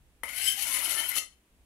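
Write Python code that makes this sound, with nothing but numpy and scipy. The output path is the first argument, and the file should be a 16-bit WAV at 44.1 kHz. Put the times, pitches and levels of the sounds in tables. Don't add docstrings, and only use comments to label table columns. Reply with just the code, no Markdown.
import sys
import numpy as np
from scipy import signal
from scipy.fft import rfft, irfft
from scipy.io import wavfile

SR = 44100
rng = np.random.default_rng(int(sys.argv[2]) if len(sys.argv) > 2 else 0)


def digitize_waveform(pressure):
    field = np.atleast_2d(pressure).T
    bounded = np.clip(field, -1, 1)
    quanta = np.round(bounded * 32767).astype(np.int16)
    wavfile.write(sys.argv[1], SR, quanta)


N = 72765
T = np.arange(N) / SR

# f/Hz, width/Hz, relative level/dB
LOW_STEEL_MODES = [(1783,45,-11),(1995,70,-5),(2120,40,-1),(2215,30,2),(2561,50,-9)]
HIGH_STEEL_MODES = [(2716,42,-13),(2915,70,-9),(3066,38,-1),(3577,70,-15),(4125,70,-11),(4407,60,-11),(5089,25,-13),(5153,30,-12),(5360,35,-14),(5715,70,-15),(6060,45,-13),(6271,60,-11),(6855,45,-9),(7640,35,-12),(7735,35,-11),(8013,40,-9),(8495,65,-9),(9100,60,-9),(9268,60,-8),(9825,30,-12),(10122,55,-1),(10585,65,-9),(10922,55,0),(11060,45,-8),(11375,60,-6),(11722,55,-2),(12573,50,-16),(13480,80,-11),(14303,60,-18)]
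# f/Hz, relative level/dB
RASP_SPECTRUM = [(200,-29),(1000,-13.5),(1600,-12),(2500,5.5),(3600,2),(5500,0.5),(7200,-8.5),(9000,7),(11000,4.5),(12800,1.5),(14200,-3.5),(16000,-7.5)]


def scrape():
    # t/s, level/dB
    bite = [(.232,-74),(.24,-47),(.282,-48),(.294,-40),(.304,-46),(.336,-43.5),(.366,-38),(.385,-34.5),(.478,-29),(.525,-33),(.552,-40.5),(.59,-32),(.608,-32.5),(.626,-29.5),(.656,-36.5),(.674,-33),(.74,-30.5),(.82,-35),(.858,-31),(.88,-38.5),(.906,-28.5),(.968,-36.5),(.994,-32),(1.024,-37),(1.074,-40),(1.092,-32),(1.125,-42.5),(1.15,-39.5),(1.158,-29),(1.184,-31.5),(1.192,-56)]
    # t/s, level/dB
    pressure = [(.232,-60),(.24,-37),(.275,-48),(.298,-37.5),(.33,-40),(.38,-35),(.41,-33),(.48,-38),(.52,-39.5),(.56,-45.5),(.59,-35),(.63,-43.5),(.66,-40),(.73,-32.5),(.785,-31),(.84,-42.5),(.86,-35.5),(.884,-37.5),(.905,-34.5),(.955,-39.5),(.995,-34),(1.045,-31.5),(1.075,-49),(1.13,-33),(1.183,-40),(1.192,-64.5)]
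    # f/Hz, relative level/dB
    grind_spectrum = [(60,-27),(150,-16.5),(280,-9.5),(480,-29.5),(610,4),(720,-6.5),(900,-3.5),(1100,-1),(1250,2),(1550,2.5),(1900,-10),(2400,-9),(3500,-12.5)]
    # t/s, level/dB
    grind_swell = [(.24,-49.5),(.33,-52),(.42,-65),(.55,-61.5),(.6,-49),(.8,-42),(1,-40),(1.08,-50),(1.16,-47.5),(1.19,-58.5)]
    # t/s, f/Hz, level/dB
    glide_curves = [
        [(.24,203.4,-72),(.62,229,-69.5),(.74,253,-62.5),(.86,322,-61.5),(.96,365,-57),(1.1,350,-76.5),(1.19,360,-75)],
        [(.24,620,-71),(.33,644,-64.5),(.43,765,-58.5),(.52,770,-66.5),(.565,760,-57),(.62,850,-53),(.67,962,-48.5),(.73,1040,-48),(.84,922,-53.5),(.92,900,-63.5),(1.01,896,-44.5),(1.06,1023,-55),(1.19,910,-71)],
        [(.24,1360,-61),(.33,1443,-56.5),(.42,1600,-45),(.5,1565,-45),(.56,1650,-53),(.59,1540,-75),(.66,1450,-49),(.75,1220,-50),(.83,1340,-47.5),(.9,1360,-45.5),(1,1333,-50.5),(1.08,1500,-49.5),(1.14,1360,-50.5),(1.19,1290,-62)],
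    ]
    sheen = rub(HIGH_STEEL_MODES)
    rasp = amp(-6) * unit(colour(friction(), RASP_SPECTRUM))
    treble = amp(3.5) * (sheen + rasp) * envelope(bite)
    body = amp(-2) * rub(LOW_STEEL_MODES) * envelope(pressure)
    grind = amp(-2.5) * unit(colour(friction(), grind_spectrum)) * envelope(grind_swell)
    glides = sum(glide(curve) for curve in glide_curves)
    judder = amp(1.1 * wander(hz=80))
    return (treble + body + grind + glides) * judder


def friction(grains_per_s=6000, spread_db=2.5, chatter_db=1.8):
    grains = (rng.random(N) < grains_per_s / SR) * rng.choice([-1, 1], N)
    grit = grains * amp(spread_db * np.minimum(rng.exponential(1, N), 4))
    slide = .5 * rng.standard_normal(N)
    chatter = amp(chatter_db * wander(hz=110))
    return unit((unit(grit) + slide) * chatter)


def rub(modes, flare_db=2.3):
    ringing = np.zeros(N)
    for hz, width, db in modes:
        flare = flare_db * np.clip(wander(hz=18), -2, 2)
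        ringing += amp(db + flare) * resonate(friction(), hz, width)
    return unit(ringing)


def glide(curve):
    times, hz, _ = np.transpose(curve)
    return unit(resonate(friction(), np.interp(T, times, hz), width_hz=38)) * envelope(curve)


def squeaks(waver_depth=0.0089):
    # centre t/s, half length/s, f/Hz, peak rms level/dB
    catches = [(0.3,0.0032,10080,-38.5),(0.309,0.03,2092,-44),(0.371,0.018,10200,-37.5),(0.463,0.022,5105,-37.5),(.488,0.012,3072,-20),(0.478,0.024,8010,-31),(0.853,0.0071,10920,-26.5),(0.987,0.02,1777,-39.5),(1.046,0.017,3078,-37),(1.093,0.0048,11730,-23.5)]
    tones = np.zeros(N)
    for centre, half_length, hz, db in catches:
        cycles = np.cumsum(hz * (1 + waver_depth * wander(hz=170))) / SR
        swell = amp(db) * np.exp(-.5 * ((T - centre) / half_length) ** 2)
        tones += swell * np.sqrt(2) * np.sin(2 * np.pi * cycles)
    return tones


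def knocks(crunch_decay_s=0.0004, tick_db=-9.5, low_cut_hz=110):
    # t/s, thud/dB, low ring/dB, high ring/dB, free ring/dB
    hits = [(0.2338,-3,-17,-12,-26),(.2358,-10,-16,-12,-33.5),(0.909,-24,-15,-2,-20),(.941,-29,-17,-6.5,-27.5),(1.164,-15.5,-22,-11,-4),(1.1725,-16,-24,-0.5,-6.5),(1.178,-21,-20,1.5,-9.5),(1.1836,-15.5,-18.5,0.5,-10)]
    # f/Hz, width/Hz, relative level/dB
    thud_modes = [(120,60,-22),(215,70,-17),(330,70,-14),(440,70,-10),(528,35,-8),(680,80,-10),(900,200,-9),(1130,100,-7),(1278,45,-1),(1870,40,-1),(1990,60,4),(2086,12,14)]
    # f/Hz, width/Hz, relative level/dB
    free_modes = [(1272,30,3),(1965,35,-1),(2712,22,1),(3064,10,-3),(4400,50,-1),(5045,30,-3),(6056,22,1),(7630,35,-1),(10905,45,6)]
    clatter = np.zeros(N)
    for start, thud_db, low_db, high_db, free_db in hits:
        blow = signal.unit_impulse(N, round(start * SR))
        crunch = rng.standard_normal(N) * (T >= start) * np.exp(-abs(T - start) / crunch_decay_s)
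        crunch /= np.linalg.norm(crunch)
        tick = amp(tick_db) * colour(crunch, RASP_SPECTRUM)
        clatter += amp(thud_db) * ring(blow, thud_modes)
        clatter += amp(low_db) * ring(blow, LOW_STEEL_MODES)
        clatter += amp(free_db) * ring(blow, free_modes)
        clatter += amp(high_db) * (ring(crunch, HIGH_STEEL_MODES) + tick)
    return signal.sosfilt(signal.butter(2, low_cut_hz, "high", fs=SR, output="sos"), clatter)


def room(source, predelay_s=.003):
    # f/Hz, t60/s
    decay_times = [(100,0.291),(500,0.25),(2000,0.26),(5000,.25),(10000,0.24),(15000,0.11)]
    # f/Hz, level/dB
    wet_eq = [(100,-14.5),(600,-8),(1500,-7.5),(3000,-7.5),(6000,-5),(12000,-7)]
    # f/Hz, level/dB
    right_direct_eq = [(100,-3),(500,-4),(800,-5.5),(1250,-26.5),(2000,-21),(5500,-26.5),(9000,-29.5),(15000,-17.5)]
    # f/Hz, level/dB
    right_wet_eq = [(100,8),(700,5.5),(1250,-4),(2000,-15),(5500,-7.5),(9000,-8.5),(15000,-25.5)]
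    reflections = rng.standard_normal((2, N)) * (rng.random((2, N)) < .1) * (T > predelay_s)
    hz, t, bands = signal.stft(mono_bass(reflections, below_hz=900), SR, nperseg=256)
    decay = amp(-60 * t / value_at(decay_times, hz)[:, None])
    tail = signal.istft(bands * decay, SR, nperseg=256)[1][:, :N]
    tail /= np.linalg.norm(tail[0])
    reverb = signal.fftconvolve(source[None], tail, axes=1)[:, :N]
    wet_left, wet_right = colour(reverb, wet_eq)
    right = colour(source, right_direct_eq) + colour(wet_right, right_wet_eq)
    return np.array([source + wet_left, right])


def background(hiss_db=-68.5):
    # f/Hz, relative level/dB
    hiss_spectrum = [(20,0.5),(120,-3.5),(250,-2.5),(600,-10),(1500,-14.5),(2600,-13),(5000,-21.5),(10000,-17.5),(16000,-25)]
    # f/Hz, relative level/dB
    rumble_spectrum = [(15,-25.5),(30,-12.5),(44,-9),(60,-3),(90,-18),(200,-26),(600,-70)]
    # t/s, level/dB
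    handling = [(0,-58.5),(.2,-67),(.235,-60),(.3,-65.5),(.45,-61),(.56,-66),(.65,-60),(.78,-65.5),(1,-63.5),(1.27,-67),(1.35,-69),(1.49,-83.5),(1.525,-65.5),(1.61,-63),(1.65,-67.5)]
    hiss = colour(mono_bass(rng.standard_normal((2, N)), below_hz=1000), hiss_spectrum)
    rumble = colour(mono_bass(rng.standard_normal((2, N)), below_hz=110), rumble_spectrum)
    return amp(hiss_db) * unit(hiss) + unit(rumble) * envelope(handling)


def resonate(drive, hz, width_hz):
    carrier = np.exp(2j * np.pi * np.cumsum(hz * np.ones(N)) / SR)
    pole = np.exp(-np.pi * width_hz / SR)
    return 2 * (carrier * signal.lfilter([1 - pole], [1, -pole], drive / carrier + 1e-18)).real


def ring(drive, modes):
    t = T[:SR // 3]
    body = np.zeros_like(t)
    for hz, width, db in modes:
        gain = rng.choice([-1, 1]) * amp(db) * width
        body += gain * np.exp(-np.pi * width * t) * np.sin(2 * np.pi * hz * t)
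    return signal.fftconvolve(drive, body / np.linalg.norm(body))[:N]


def mono_bass(stereo, below_hz):
    left, right = rfft(stereo)
    shared = rolloff(below_hz)
    return irfft([left, shared * left + np.sqrt(1 - shared ** 2) * right], N)


def wander(hz):
    return unit(irfft(rfft(rng.standard_normal(N)) * rolloff(hz), N))


def rolloff(hz):
    return 1 / (1 + (np.fft.rfftfreq(N, 1 / SR) / hz) ** 4)


def colour(x, spectrum):
    gain = amp(value_at(spectrum, np.fft.rfftfreq(2 * N, 1 / SR)))
    return irfft(rfft(x, 2 * N) * gain)[..., :N]


def value_at(points, hz):
    freqs, values = np.transpose(points)
    return np.interp(np.log(hz + 1), np.log(freqs + 1), values)


def envelope(points):
    rows = np.array(points)
    return amp(np.interp(T, rows[:, 0], rows[:, -1], left=-np.inf, right=-np.inf))


def amp(db):
    return 10 ** (np.asarray(db) / 20)


def unit(x):
    return x / np.sqrt(np.mean(x ** 2) + 1e-20)


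def scene():
    return room(scrape() + squeaks() + knocks()) + background()


def record(dry, cutoff_hz=15800):
    lowpass = signal.firwin(511, cutoff_hz, window=("kaiser", 9), fs=SR)
    return signal.oaconvolve(dry, lowpass[None], "same")


dry = scene()
out = record(dry)
digitize_waveform(out)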